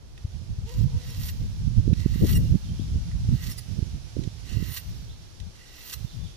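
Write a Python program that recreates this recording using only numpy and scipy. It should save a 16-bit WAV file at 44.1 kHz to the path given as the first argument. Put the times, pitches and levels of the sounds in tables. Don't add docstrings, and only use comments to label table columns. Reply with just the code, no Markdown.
import sys
import numpy as np
from scipy import signal
from scipy.fft import rfft, irfft, next_fast_len
from scipy.io import wavfile
from scipy.ndimage import uniform_filter1d

SR = 44100
rng = np.random.default_rng(int(sys.argv[2]) if len(sys.argv) > 2 else 0)


def to_wav(s):
    ch = np.atleast_2d(s).T
    pcm = np.round(np.clip(ch, -1, 1) * 32767)
    wavfile.write(sys.argv[1], SR, pcm.astype(np.int16))


N = 280564
TIME = np.arange(N) / SR
FFT_SIZE = next_fast_len(N + SR)
FREQ = np.arange(FFT_SIZE // 2 + 1) * SR / FFT_SIZE + 1e-3
TOP_HZ = 14470

# start_s, end_s, bite_s, bite_boost_db, rasp_db, blade_db, ring_db
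STROKES = [(0.66, 0.842, 0.697, 8, -53.5, -61, -60), (0.955, 1.304, 1.08, 7, -45.5, -52.5, -42),
           (1.96, 2.348, 2.005, 5.5, -44, -48.5, -40), (3.317, 3.529, 3.44, 2, -47, -49.5, -47.5),
           (4.45, 4.795, 4.515, 4.5, -44, -48, -40.5), (5.54, 5.953, 5.775, 2, -47, -51, -44.5)]
# growth_db, time_constant_s
TIP_GROWTH = [(14.7, 0.12), (9.3, 0.2), (55.6, .34)]
# frequency_hz, level_db
RASP_COLOUR = [(500, -24), (1000, -13), (1600, -9), (2100, -4), (2600, -3), (3700, 1.5), (5500, -.5),
               (7200, -4), (8500, -12), (9800, -9), (12800, -19), (14600, -19)]
# pitch_hz, width_hz, level_db
BLADE_MODES = [(1310, 94, -12), (2010, 190, 3), (2764, 215, 1.5), (3690, 270, -4.5), (4154, 92, 0.5),
               (4310, 44, -15), (4940, 120, -4), (5410, 160, -6)]
# pitch_hz, width_hz, level_db
RING_MODES = [(9530, 260, -11), (10350, 240, -11), (10810, 70, -10), (11680, 60, -11), (11950, 10, 5),
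              (12140, 140, -5), (13800, 45, 3), (13950, 200, -7)]
# middle_s, length_s, level_db, centre_hz
SKIDS = [(1.294, 0.018, -46.5, 3980), (2.298, 0.031, -40.5, 3240), (2.365, .024, -38.5, 9500),
         (3.511, 0.037, -48, 7500), (3.587, 0.021, -44.5, 6450), (4.771, .017, -36, 3720),
         (5.934, .018, -38, 4600)]
# middle_s, length_s, pitch_hz, level_db
SQUEALS = [(1.105, 0.028, 5470, -52), (2.327, 0.01, 2890, -49), (2.332, 0.016, 4470, -49),
           (2.36, .026, 2820, -40), (3.519, .018, 5560, -44), (3.589, 0.013, 4920, -41)]
# start_s, level_db, centre_hz
TICKS = [(0.177, -36.5, 2680), (1.935, -32, 2900), (3.114, -40.5, 2040), (4.236, -35, 3700),
         (5.4005, -33.5, 3520)]
# pitch_hz, width_hz, level_db
STONE_MODES = [(2050, 260, 0), (2450, 400, -3), (3600, 500, -1), (5800, 2500, -4)]

# time_s, left_db, right_db
WIND_LEVELS = [(0, -45, -48.5), (.35, -45, -35), (.75, -36, -38.5), (1.3, -30.5, -29.5), (1.65, -30, -25),
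               (2.0, -36, -24), (2.4, -25, -21.5), (2.8, -27.5, -37), (3.3, -25.5, -22),
               (3.6, -47.5, -36.5), (4.0, -45.5, -33.5), (4.7, -51, -39), (5.1, -36.5, -36.5),
               (5.3, -47, -50), (5.85, -65, -55), (6.36, -42, -42.5)]
# frequency_hz, level_db
WIND_COLOUR = [(12, -35), (20, -11.5), (54, 3), (110, 1.5), (174, -6), (600, -53), (780, -60), (1320, -120)]
# middle_s, length_s, large_eddies_db, left_minus_right_db, small_eddies_db
GUSTS = [(0.353, 0.04, -32, -13, -68), (0.519, 0.054, -27, 1.5, -59), (0.633, 0.043, -27.5, 16, -66),
         (0.774, .04, -25, 17, -55), (0.839, 0.11, -20, -12.5, -51), (0.967, 0.064, -22, -1, -60),
         (1.212, 0.056, -22, 3.5, -53), (1.42, .07, -33, -20, -65), (1.67, 0.039, -21, -23, -57),
         (1.787, 0.043, -17.5, -3, -49), (1.904, 0.076, -20, -30, -36.5), (2.234, 0.037, -24.5, 7, -26.5),
         (2.35, 0.15, -18, 1, -38.5), (2.535, 0.058, -16, -23, -37), (2.707, 0.079, -26, -1, -52),
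         (2.948, 0.068, -22, -19, -45), (3.159, 0.048, -24.5, -3, -50), (3.319, 0.067, -16, -10, -43),
         (3.469, .07, -29, -13, -55), (3.715, 0.11, -28.5, -27, -50.5), (3.822, 0.11, -31, -32, -45),
         (3.947, .07, -29.5, -4, -53), (4.218, 0.088, -30, -34, -44), (4.573, 0.16, -29, -30, -48.5),
         (4.704, .05, -33.5, -27, -56), (4.887, 0.064, -33, 20, -67), (5.448, 0.1, -31.5, 21, -68),
         (6.011, 0.087, -31, -32, -59.5), (6.206, 0.11, -29, 25, -56.5)]
# time_s, level_db, pitch_hz, left_minus_right_db, crest_db
THUMPS = [(0.248, -17.5, 79.4, 5, -40), (0.585, -18.5, 85, 16, -44), (0.808, -21.5, 100, -15, -35),
          (1.674, -15.5, 129, -29, -46), (1.781, -16, 104, -21, -38), (1.875, -10.5, 72, -27, -15),
          (1.927, -6.5, 129, -36, -28), (2.058, -8.5, 110, -24, -13.5), (2.156, -16, 121, -26, -25.5),
          (2.219, -9.5, 104, 3, -20.5), (2.236, -13.5, 133, 6, -29), (2.553, -13, 137, -30, -35),
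          (2.793, -25.5, 179, 29, -27.5), (2.956, -16, 88.5, -14, -32), (3.287, -9.5, 97, -16, -29),
          (3.335, -9, 122, -18, -41), (3.787, -16.5, 110, -36, -28), (3.824, -15, 86, -23, -26),
          (4.1645, -20, 297, -35, -36), (4.19, -17, 129, -40, -27), (4.272, -18, 103, -23, -27),
          (4.568, -15.5, 97, -36, -30), (4.623, -20.5, 128, -36, -25.5), (6.045, -19.5, 106, -33, -55)]

# time_s, level_db
LEAF_LEVELS = [(0, -62), (.28, -57.5), (1.15, -51), (1.85, -53), (2.5, -51), (4.85, -52.5), (5.55, -56.5),
               (5.9, -52.5), (6.36, -54)]
# frequency_hz, level_db
LEAF_COLOUR = [(410, -12), (700, 2), (765, -2), (836, -2), (1060, -6.5), (1540, -5.5), (1960, -6.5),
               (3130, -1.5), (4030, -1), (5750, 0.5), (8510, -13), (10000, -10), (14500, -23)]
# start_s, length_s, start_hz, end_hz, level_db
CHIRPS = [(2.64, .026, 3820, 3040, -54), (2.682, 0.019, 3160, 3100, -54), (2.786, .028, 3020, 3770, -50),
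          (5.023, 0.025, 3900, 4580, -58), (5.082, .045, 3050, 4160, -53.5), (6.06, 0.035, 3660, 3520, -55),
          (6.096, .028, 4260, 3140, -53), (6.216, .034, 3546, 3440, -52.5), (6.248, .026, 3890, 3100, -52)]
# time_s, pitch_hz, level_db
CALL_CONTOUR = [(.64, 386, -63), (.67, 438, -50.5), (.71, 495.6, -46), (.745, 499, -48.5), (.78, 503, -55),
                (.85, 480, -66), (.9, 470, -78)]
# delay_s, level_db
CALL_ECHOES = [(.13, -12), (.25, -6), (.43, -12), (.7, -20)]
# frequency_hz, left_minus_right_db
PORT_BALANCE = [(350, -5), (700, -13), (1200, -7), (2300, -4), (4200, -9.5), (7700, 1), (10000, -5),
                (14000, -7)]


def strokes():
    rasp_gain, blade_gain, ring_gain = stroke_gains()
    rasp = through(grit(spread_db=3.5, judder_db=2.5) * rasp_gain, unit(colour(RASP_COLOUR)))
    drive = grit(spread_db=1.5, judder_db=1.2)
    modes = [undb(db) * resonance(hz, width) for hz, width, db in BLADE_MODES]
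    modes_rms = np.sqrt(sum(np.mean(np.abs(mode) ** 2) for mode in modes))
    blade = sum(through(drive * blade_gain * undb(2 * wander(10)), mode / modes_rms) for mode in modes)
    ring = through(drive * ring_gain, body(RING_MODES))
    return rasp + blade + ring


def stroke_gains(crest_before_end_s=0.062, bite_width_s=0.059, ramp_s=0.034):
    gains = np.zeros((3, N))
    for start, end, bite_s, bite_db, *crest_db in STROKES:
        contact = np.clip(np.minimum(TIME - start, end - TIME) / ramp_s + .5, 0, 1)
        to_crest_s = np.maximum(end - crest_before_end_s - TIME, 0)
        pressure_db = bite_db * swell(bite_s, bite_width_s)
        for gain, db, (growth_db, growth_s) in zip(gains, crest_db, TIP_GROWTH):
            below_crest_db = growth_db * (1 - np.exp(-to_crest_s / growth_s))
            gain += contact * undb(db + pressure_db - below_crest_db)
    return gains


def grit(spread_db, judder_db, grains_per_s=14000):
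    hits = rng.random(N) < grains_per_s / SR
    size = undb(spread_db * np.minimum(rng.exponential(size=N), 5))
    return unit(hits * size * rng.standard_normal(N)) * undb(judder_db * wander(130))


def skids():
    grains = grit(spread_db=1.3, judder_db=1)
    scratch, flick = 0, 0
    for middle, length, db, hz in SKIDS:
        force = undb(db) * swell(middle, length) * grains
        scratch += through(force, unit(resonance(hz, 0.93 * hz) * resonance(hz, 3 * hz)))
        flick += force
    return scratch + through(flick, undb(-2.5) * body(BLADE_MODES) + undb(-3) * body(RING_MODES))


def squeals():
    out = np.zeros(N)
    waver = 1 + 0.019 * wander(400)
    for middle, length, hz, db in SQUEALS:
        near = np.abs(TIME - middle) < length
        phase = 2 * np.pi * np.cumsum(hz * waver[near]) / SR
        tone = sum(undb(-3.5 * (k - 2)) * np.sin(k * phase) for k in range(1, int(TOP_HZ / hz) + 1))
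        out[near] += undb(db) * swell(middle, length)[near] * tone
    return out


def ticks(decay_s=0.0041):
    out, stone = 0, body(STONE_MODES)
    for start, db, hz in TICKS:
        age = np.maximum(TIME - start, 0)
        chatter = rng.standard_normal(N) * (age > 0) * np.exp(-age / decay_s)
        tick = through(chatter, stone * (resonance(hz, 0.47 * hz) + undb(-33)))
        out += undb(db) * tick / np.abs(tick).max()
    return out


def wind(flutter_db=5, bright_wind_db=-20.5):
    large_gain, small_gain = wind_gains()
    flow = np.array([rng.standard_normal(N) * undb(flutter_db * wander(30)) for _ in range(2)])
    pressure = np.tanh(through(flow, unit(colour(WIND_COLOUR))) / 2)
    rumble = unit(through(pressure, lowpass(255, order=10)))
    dull = through(rumble, lowpass(147, order=6))
    brightness = np.sqrt(np.minimum(large_gain / undb(bright_wind_db), 2))
    large_eddies = dull + (rumble - dull) * brightness
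    small_eddies = through(flow, unit(resonance(258, 127) * resonance(167, 305) * lowpass(680, order=6)))
    breeze = through(rng.standard_normal((2, N)), unit(resonance(41, 35.5)))
    return large_eddies * large_gain + small_eddies * small_gain + undb(-50) * breeze


def wind_gains(small_eddies_db=-28.5):
    times, *ports = np.transpose(WIND_LEVELS)
    large_power = undb([np.interp(TIME, times, db) for db in ports]) ** 2
    small_power = large_power * undb(small_eddies_db) ** 2
    for middle, length, large_db, side_db, small_db in GUSTS:
        gust = (pan(side_db)[:, None] * swell(middle, length)) ** 2
        large_power += undb(large_db) ** 2 * gust
        small_power += undb(small_db) ** 2 * gust
    return np.sqrt(large_power), np.sqrt(small_power)


def thumps(crest_hz=233, delay_s=0.00408):
    out = np.zeros((2, N))
    for time_s, db, hz, side_db, crest_db in THUMPS:
        near = np.abs(TIME - time_s) < .04
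        for pulse_hz, pulse_db in (hz, db), (crest_hz, crest_db):
            phase = np.pi * pulse_hz * (TIME[near] - time_s - delay_s)
            push = undb(pulse_db) * (1 - 2 * phase ** 2) * np.exp(-phase ** 2)
            out[:, near] += pan(side_db)[:, None] * push
    return out


def leaves():
    times, db = np.transpose(LEAF_LEVELS)
    spectrum = colour(LEAF_COLOUR) / (1 + (600 / FREQ) ** 4)
    hiss = through(rng.standard_normal((2, N)) * undb(0.65 * wander(16)), unit(spectrum))
    air = through(rng.standard_normal((2, N)), unit(resonance(380, 310) * resonance(270, 790)))
    return hiss * undb(np.interp(TIME, times, db)) + undb(-64.5) * air


def bird():
    chirps = 0
    for start, length, start_hz, end_hz, db in CHIRPS:
        hz = np.interp(TIME, [start, start + length], [start_hz, end_hz])
        phase = 2 * np.pi * np.cumsum(hz) / SR
        chirps += undb(db) * swell(start + length / 2, 0.86 * length) * np.sin(phase)
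    return chirps + scatter(chirps, t60_s=1.0, wet_db=1.5)


def far_call():
    times, hz, db = np.transpose(CALL_CONTOUR)
    pitch_hz = np.interp(TIME, times, hz) * (1 + .016 * wander(90))
    phase = 2 * np.pi * np.cumsum(pitch_hz) / SR
    soft_gate = uniform_filter1d(1. * (TIME >= times[0]) * (TIME <= times[-1]), size=900)
    envelope = undb(np.interp(TIME, times, db)) * soft_gate
    call = envelope * (np.sin(phase) + undb(-7.5) * np.sin(2 * phase))
    echoes = sum(undb(echo_db) * np.interp(TIME - delay, TIME, call) for delay, echo_db in CALL_ECHOES)
    return call + echoes + scatter(call + echoes, t60_s=1.1, wet_db=-5)


def scatter(x, t60_s, wet_db):
    tail = rng.standard_normal((2, SR)) * np.exp(-np.log(1000) * TIME[:SR] / t60_s)
    tail /= np.sqrt(np.sum(tail ** 2, axis=1, keepdims=True))
    return undb(wet_db) * signal.fftconvolve(x[None], tail, axes=1)[:, :N]


def near_reflections(x):
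    impulse = 1. * (TIME == 0)
    response = 0.5 + rfft(scatter(impulse, t60_s=0.01, wet_db=0), FFT_SIZE)
    return through(x, response / np.abs(response))


def undb(db):
    return 10 ** (np.asarray(db) / 20)


def unit(x):
    return x / np.sqrt(np.mean(np.abs(x) ** 2))


def through(x, response):
    return irfft(rfft(x, FFT_SIZE) * response, FFT_SIZE)[..., :N]


def colour(points):
    hz, db = np.transpose(points)
    return undb(np.interp(np.log(FREQ), np.log(hz), db))


def lowpass(hz, order):
    return 1 / (1 + (FREQ / hz) ** order)


def resonance(hz, width_hz):
    return 1 / (1 + 1j * (FREQ ** 2 - hz ** 2) / (FREQ * width_hz))


def body(modes):
    return unit(sum(undb(db) * resonance(hz, width) for hz, width, db in modes))


def wander(per_s):
    hold = max(int(SR / per_s), 1)
    steps = np.repeat(rng.standard_normal(N // hold + 1), hold)
    return unit(uniform_filter1d(steps, hold)[:N])


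def swell(middle_s, length_s):
    bump = np.zeros(N)
    near = slice(*np.searchsorted(TIME, [middle_s - length_s, middle_s + length_s]))
    bump[near] = np.cos(np.pi / 2 * (TIME[near] - middle_s) / length_s) ** 2
    return bump


def pan(left_minus_right_db):
    gains = undb(np.array([left_minus_right_db, -left_minus_right_db]) / 2)
    return gains / np.sqrt(np.mean(gains ** 2, axis=0))


def scene():
    knife = strokes() + skids() + squeals() + ticks()
    off_trees = scatter(knife, t60_s=1.0, wet_db=-14.5)
    airborne = near_reflections(knife) + off_trees + leaves() + bird() + far_call()
    balance_db = 20 * np.log10(colour(PORT_BALANCE))
    return through(airborne, pan(balance_db)) + wind() + thumps()


def record(dry):
    return signal.sosfilt(signal.ellip(12, .2, 80, TOP_HZ, fs=SR, output="sos"), dry)


dry = scene()
out = record(dry)
to_wav(out)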